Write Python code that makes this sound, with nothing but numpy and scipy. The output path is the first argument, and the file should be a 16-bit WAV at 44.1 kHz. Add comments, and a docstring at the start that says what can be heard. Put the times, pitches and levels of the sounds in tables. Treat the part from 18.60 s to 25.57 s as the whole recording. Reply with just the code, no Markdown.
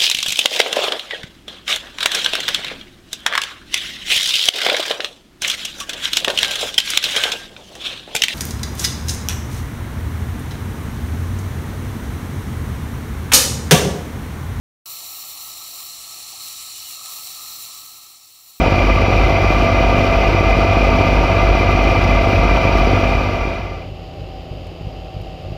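"""A small three-cylinder diesel tractor drives a front snowblower through deep snow.
First, heard from the blower housing: three impeller blades knock and slap snow, auger flights make the
hum throb, the drive chain whines and rattles steel panels, and the engine fires over a rush of snow.
Then a crossfade to far down the track: the tractor drones and draws nearer, each load of snow thuds
out of the chute as a run of air pushes, and near the end two ice grains tick close by."""
import sys
import numpy as np
from scipy import signal
from scipy.fft import rfft, irfft
from scipy.io import wavfile
from scipy.ndimage import uniform_filter1d, minimum_filter1d

SR = 44100
rng = np.random.default_rng(int(sys.argv[2]) if len(sys.argv) > 2 else 0)


def to_wav(s):
    """Save 16-bit WAV."""
    ch = np.atleast_2d(s).T  # columns
    pcm = np.round(np.clip(ch, -1, 1) * 32767)  # PCM
    wavfile.write(sys.argv[1], SR, pcm.astype(np.int16))


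N = 307377
T = np.arange(N) / SR

# turns per blade pass: engine cycle, drive shaft, chain teeth, chain loop, auger flights
ENGINE, SHAFT, TEETH, LOOP, AUGER = 1 / 1.7935, 40 / 57, 40 / 3, 40 / 156, 1 / 16.21


def amp(db):
    """Decibels to gain."""
    return 10 ** (np.asarray(db) / 20)


def evened(x):
    """Scales to rms 1."""
    return x / np.sqrt(np.mean(x ** 2) + 1e-20)


def drift(hz):
    """Slow random wander of rms 1, up to about hz."""
    f = np.fft.rfftfreq(N, 1 / SR)
    spectrum = rfft(rng.standard_normal(N)) * np.exp(-(f / hz) ** 2)
    return evened(irfft(spectrum, N))


def colour(x, gain_at, size=8192):
    """Minimum-phase filter giving white noise of rms 1 the density gain_at(Hz)."""
    f = abs(np.fft.fftfreq(size, 1 / SR))
    log_gain = np.log(gain_at(f) * np.sqrt(SR / 2) + 1e-6)
    ring = np.fft.ifft(np.exp(np.conj(signal.hilbert(log_gain)))).real[:size // 2]
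    return signal.oaconvolve(x, ring)[:N]


def shaped(x, spectrum):
    """Colours x with a smooth spectrum, interpolated over log frequency."""
    hz, db = np.transpose(spectrum)
    return colour(x, lambda f: amp(np.interp(np.log(f + 1), np.log(hz), db)))


def rung(x, modes):
    """Colours x with steep-sided resonances, at half amplitude 0.62 widths off centre."""
    def gain_at(f):
        peaks = (amp(db) / (1 + ((f - hz) / (0.62 * width)) ** 2) for hz, width, db in modes)
        return np.sqrt(sum(peak ** 2 for peak in peaks))
    return colour(x, gain_at)


def turns_of(hz, rise_hz_per_s, start_s):
    """Blade passes counted from start_s at a slowly changing speed."""
    t = T - start_s
    return t * (hz + rise_hz_per_s * t / 2)


def strikes(turns, spread_db):
    """One click a turn, each of its own strength."""
    clicks = np.diff(np.floor(turns), prepend=np.floor(turns[0]))
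    return clicks * amp(spread_db * np.clip(rng.standard_normal(N), -2, 1.5))


def swing(turns, depth):
    """Gain that swells once a turn."""
    return 1 + depth * np.cos(2 * np.pi * turns)


def burst(turns, length):
    """Gain that jumps once a turn and decays with a constant of length turns."""
    return evened(np.exp(-(turns % 1) / length))


def tone(turns, db, flutter, flutter_hz):
    """Sine that flutters in strength and phase."""
    coarse = np.linspace(0, T[-1], int(2 * flutter_hz * T[-1]) + 2)
    rows = rng.standard_normal((2, 1024))
    a, b = (np.interp(T, coarse, np.resize(row, len(coarse))) for row in rows)
    angle = 2 * np.pi * (turns + rng.random())
    return amp(db) * np.sqrt(2) * (1 + flutter * a) * np.cos(angle + flutter * b)


# pressure pulse of one blade, as a steady train: (frequency [Hz], density [dB/Hz])
PULSE_SPECTRUM = [(40, -88), (110, -51), (170, -54), (250, -48), (350, -48.5), (480, -56), (700, -57.5),
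                  (1100, -95.5), (3000, -110)]
# snow slapped by each blade: (frequency [Hz], density [dB/Hz])
SLAP_SPECTRUM = [(40, -75.5), (130, -49), (280, -56), (450, -57), (800, -63), (2000, -83), (8000, -120)]


def impeller(blade):
    """Each of three unequal blades knocks past the chute and slaps snow into it."""
    unequal = swing(blade / 3, depth=0.33)
    clicks = strikes(blade + .015 * drift(25), spread_db=2.0)
    knock = shaped(evened(clicks * unequal), PULSE_SPECTRUM)
    spray = rng.standard_normal(N) * burst(blade, length=0.097)
    slap = shaped(evened(spray * unequal), SLAP_SPECTRUM)
    return knock + slap


# impeller hum: (multiple of blade rate, level [dB], throb depth [0-1], throb crest [s], sway [cycles])
NEAR_HUM_TONES = [(1, -17.5, 0.4, 0.3, 0.046), (2, -23, 0.58, 0.17, .14)]
FAR_HUM_TONES = [(1, -39.5, .7, 5.43, .08), (2, -47, .4, 5.43, 0.11)]


def hum(blade, tones, unequal):
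    """Air pumped by three unequal blades, choked and released as each auger flight passes the mouth."""
    out = np.zeros(N)
    for k, db, depth, crest_s, sway in tones:
        auger = AUGER * (blade - np.interp(crest_s, T, blade))
        cycles = round(k) * blade - sway * np.sin(2 * np.pi * auger)
        waver = amp(.5 * drift(5) + .6 * drift(35))
        out += amp(db) * waver * np.sqrt(2) * swing(auger, depth) * np.cos(2 * np.pi * cycles)
    return out * swing(blade / 3, unequal)


def thuds(blade, push_s, idle_db):
    """In each load, every blade shoves out a slug of snow, one of three hardest: air push, then pull."""
    load = (amp(idle_db) + loads(blade)) * swing(blade / 3, depth=.55)
    u = np.arange(-512, 513) / SR / push_s
    push_pull = -u * np.exp((1 - u ** 2) / 2)
    shoves = strikes(blade + .04 * drift(25), spread_db=1.5) * load
    slugs = signal.oaconvolve(shoves, push_pull, "same")
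    return signal.sosfilt(signal.butter(1, 25, "high", fs=SR, output="sos"), slugs)


# LOAD_DB holds at LOAD_S; growth adds to the rise of the whole far view
LOAD_S, LOAD_LENGTH_S, LOAD_DB, LOAD_GROWTH_DB_PER_S = 5.615, 0.046, -24.5, 3.5


def loads(blade):
    """Each auger flight feeds the impeller a swell of snow, growing as the tractor comes on."""
    flights = AUGER * (blade - np.interp(LOAD_S, T, blade))
    away_s = (flights - np.round(flights)) / (AUGER * FAR_BLADE_HZ)
    peak = amp(LOAD_DB + LOAD_GROWTH_DB_PER_S * (T - LOAD_S))
    return peak * np.exp(-(away_s / LOAD_LENGTH_S) ** 2)


# steel panels: (frequency [Hz], width [Hz] as scaled in rung, density [dB/Hz])
GUARD_MODES = [(679, 69, -47.5), (765, 61, -47.5), (933, 87, -49), (1183.6, 82, -46), (1359, 126, -56),
               (1530, 187, -60), (1686, 60, -60.5)]  # sheet-metal chain guard
HOUSING_MODES = [(2057, 84, -49.5), (2386, 157, -48), (2535, 116, -54.5), (2780, 106, -58.5),
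                 (3017, 160, -60)]  # auger housing
CHUTE_MODES = [(542, 112, -47.5), (3350, 99, -64.5), (3660, 86, -67.5), (3886, 120, -67),
               (4245, 170, -69.5), (4630, 204, -68), (4930, 170, -70), (5730, 295, -71.5)]
# chain whine before WHINE_TRIM_DB: (time [s], level [dB])
WHINE_LEVEL = [(0.1, -27), (0.37, -30), (1.5, -24), (2.51, -26), (4.4, -26.5)]
WHINE_TRIM_DB = 1


def chain(blade):
    """The drive chain whines and sets three panels rattling."""
    guard = rattle(blade, GUARD_MODES, shake=.22, lag=.22, lap=.18)
    housing = rattle(blade, HOUSING_MODES, shake=.18, lag=.6, lap=.05)
    chute = rattle(blade, CHUTE_MODES, shake=.12, lag=.4, lap=.07)
    whine_db = WHINE_TRIM_DB + np.interp(T, *np.transpose(WHINE_LEVEL))
    return guard + housing + chute + amp(whine_db) * whine(blade, eccentric=0.57, lag=0.19)


def rattle(blade, modes, shake, lag, lap):
    """Rollers buzz a panel, hardest at one drive shaft angle and once each lap of the chain."""
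    tension = swing(SHAFT * blade - lag, shake) * swing(LOOP * blade - .75, lap)
    tension = tension * swing(3 * ENGINE * blade - lag, depth=0.037)  # firings
    rollers = evened(strikes(TEETH * blade + .3 * drift(300), spread_db=3) * rng.standard_normal(N))
    return rung(evened(tension * (.35 * rollers + rng.standard_normal(N))), modes)


# further chain tones, one at twice the whine: (multiple of drive shaft rate, level re whine [dB])
CHAIN_TONES = [(34, -17), (38, -17.5)]


def whine(blade, eccentric, lag):
    """Teeth mesh on a sprocket slightly out of true, adding a tone one shaft turn higher."""
    mesh = np.exp(2j * np.pi * TEETH * blade + .2j * drift(8)) * amp(.7 * drift(10))
    wobble = np.exp(2j * np.pi * (SHAFT * blade - lag) + .4j * drift(7.2))
    sideband = eccentric * amp(2 * drift(15)) * wobble
    shaft_tones = sum(tone(round(k) * SHAFT * blade, db, flutter=0.6, flutter_hz=11)
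                    for k, db in CHAIN_TONES)
    return (np.sqrt(2) * (mesh * (1 + sideband)).real + shaft_tones) * swing(LOOP * blade, depth=0.08)


# exhaust and block tones: (multiple of engine cycle rate, near level [dB], far level [dB])
EXHAUST_TONES = [(2, -34, -52), (3, -25, -40.5), (6, -35, -46), (9, -32, -50.5), (10, -42, -57),
                 (12, -37, -56.5), (13, -37.5, -49), (14, -38.5, -57), (16, -42, -54), (18, -43.5, -53.5),
                 (19, -40, -53), (21, -40.5, -63), (22, -39, -51), (24, -35.5, -56), (27, -35.5, -46),
                 (28, -44, -54.5), (29, -60, -57.5)]


def engine(blade, column, flutter):
    """Firing tones, with others between them from unequal cylinders."""
    return sum(tone(round(row[0]) * ENGINE * blade, row[column], flutter, flutter_hz=7)
               for row in EXHAUST_TONES)


# engine block and hood: (frequency [Hz], width [Hz] as scaled in rung, density [dB/Hz])
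BLOCK_MODES = [(603, 150, -65.5), (787, 55, -72.5), (1170, 290, -82), (2720, 300, -77.5), (3020, 320, -78),
               (3720, 200, -89), (4860, 150, -82.5), (5350, 130, -91), (6800, 810, -99)]


def diesel_knock(blade):
    """Noise swelling with each firing rings the block and the hood."""
    firing = swing(3 * ENGINE * blade, depth=0.23)
    return rung(evened(rng.standard_normal(N) * firing), BLOCK_MODES)


# churning snow and machine rush: (frequency [Hz], density [dB/Hz])
NEAR_RUSH_SPECTRUM = [(12, -74), (26, -56), (36, -41.5), (60, -44.5), (85, -44), (190, -51.5), (450, -54),
                      (750, -56), (1050, -64.5), (1850, -67.5), (3500, -71.5), (5400, -76), (6200, -82),
                      (6900, -86.5), (8800, -95.5), (14000, -94.5)]
FAR_RUSH_SPECTRUM = [(12, -79), (42, -63), (80, -62), (150, -62), (205, -74), (300, -66.5), (680, -72),
                     (900, -79.5), (1650, -88.5), (2100, -83.5), (3500, -87), (4700, -87), (5900, -99),
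                     (8500, -109), (14000, -108)]


def rush(blade, spectrum, clatter, patchy_db):
    """Churned snow and fan air: noise pulsing with the firings."""
    gate = swing(3 * ENGINE * blade, clatter) * amp(patchy_db * drift(28))
    return shaped(evened(rng.standard_normal(N) * gate), spectrum)


# ice grains, envelope before the high-pass: (time [s], peak level [dB])
ICE_TICKS = [(6.0706, -41), (6.6164, -42)]


def ice(decay_s):
    """Ice grains tick close by: tiny decaying bursts of high-passed noise."""
    envelope = sum(amp(db) * (T >= s) * np.exp(-abs(T - s) / decay_s) for s, db in ICE_TICKS)
    highpass = signal.butter(2, 6500, "high", fs=SR, output="sos")
    return signal.sosfilt(highpass, envelope * rng.standard_normal(N))


NEAR_BLADE_HZ, NEAR_RISE_HZ_PER_S = 49.77, .043


def near():
    """The machine heard from its own housing, gaining a little speed."""
    blade = turns_of(NEAR_BLADE_HZ, NEAR_RISE_HZ_PER_S, start_s=.0008)
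    blower = hum(blade, NEAR_HUM_TONES, unequal=0.17) + impeller(blade) + chain(blade)
    snow = rush(blade, NEAR_RUSH_SPECTRUM, clatter=0.16, patchy_db=0.9)
    return engine(blade, 1, flutter=0.29) + blower + snow


# FAR_BLADE_S: one pass of the hardest blade
FAR_BLADE_HZ, FAR_RISE_HZ_PER_S, FAR_BLADE_S = 50.63, -.15, 5.6197


def far():
    """The machine, sagging in speed, across soft snow that swallows the middle range."""
    blade = turns_of(FAR_BLADE_HZ, FAR_RISE_HZ_PER_S, start_s=FAR_BLADE_S)
    blower = hum(blade, FAR_HUM_TONES, unequal=.1) + thuds(blade, push_s=.0021, idle_db=-40.5)
    snow = rush(blade, FAR_RUSH_SPECTRUM, clatter=.12, patchy_db=.4)
    return engine(blade, 2, flutter=0.36) + diesel_knock(blade) + blower + snow


def ramp(zero_s, full_s):
    """Straight fade between silence and full level."""
    return np.clip((T - zero_s) / (full_s - zero_s), 0, 1)


FADE_OUT_S, FADE_OUT_END_S, FADE_IN_S, FADE_IN_END_S = 4.33, 5.31, 4.4, 5.22
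NEAR_DB, FAR_DB, APPROACH_DB_PER_S = 0.05, 0.18, 0.6


def scene():
    """The close view dissolves into the distant one, where the tractor slowly draws nearer."""
    close = amp(NEAR_DB) * ramp(FADE_OUT_END_S, FADE_OUT_S)
    approach = amp(FAR_DB + APPROACH_DB_PER_S * (T - FADE_IN_END_S))
    distant = approach * ramp(FADE_IN_S, FADE_IN_END_S)
    return (close * near() + distant * far() + ice(decay_s=0.00092))[None]


EDGE_HZ = 15280


def record(dry):
    """A limiter eases down the highest peaks; then a low-pass at EDGE_HZ."""
    safe_gain = np.minimum(1, .9 / (abs(dry) + 1e-9))
    limited = dry * uniform_filter1d(minimum_filter1d(safe_gain, size=181), size=181)
    lowpass = signal.firwin(511, EDGE_HZ, window=("kaiser", 9), fs=SR)
    return signal.oaconvolve(limited, lowpass[None], "same")


dry = scene()
out = record(dry)
to_wav(out)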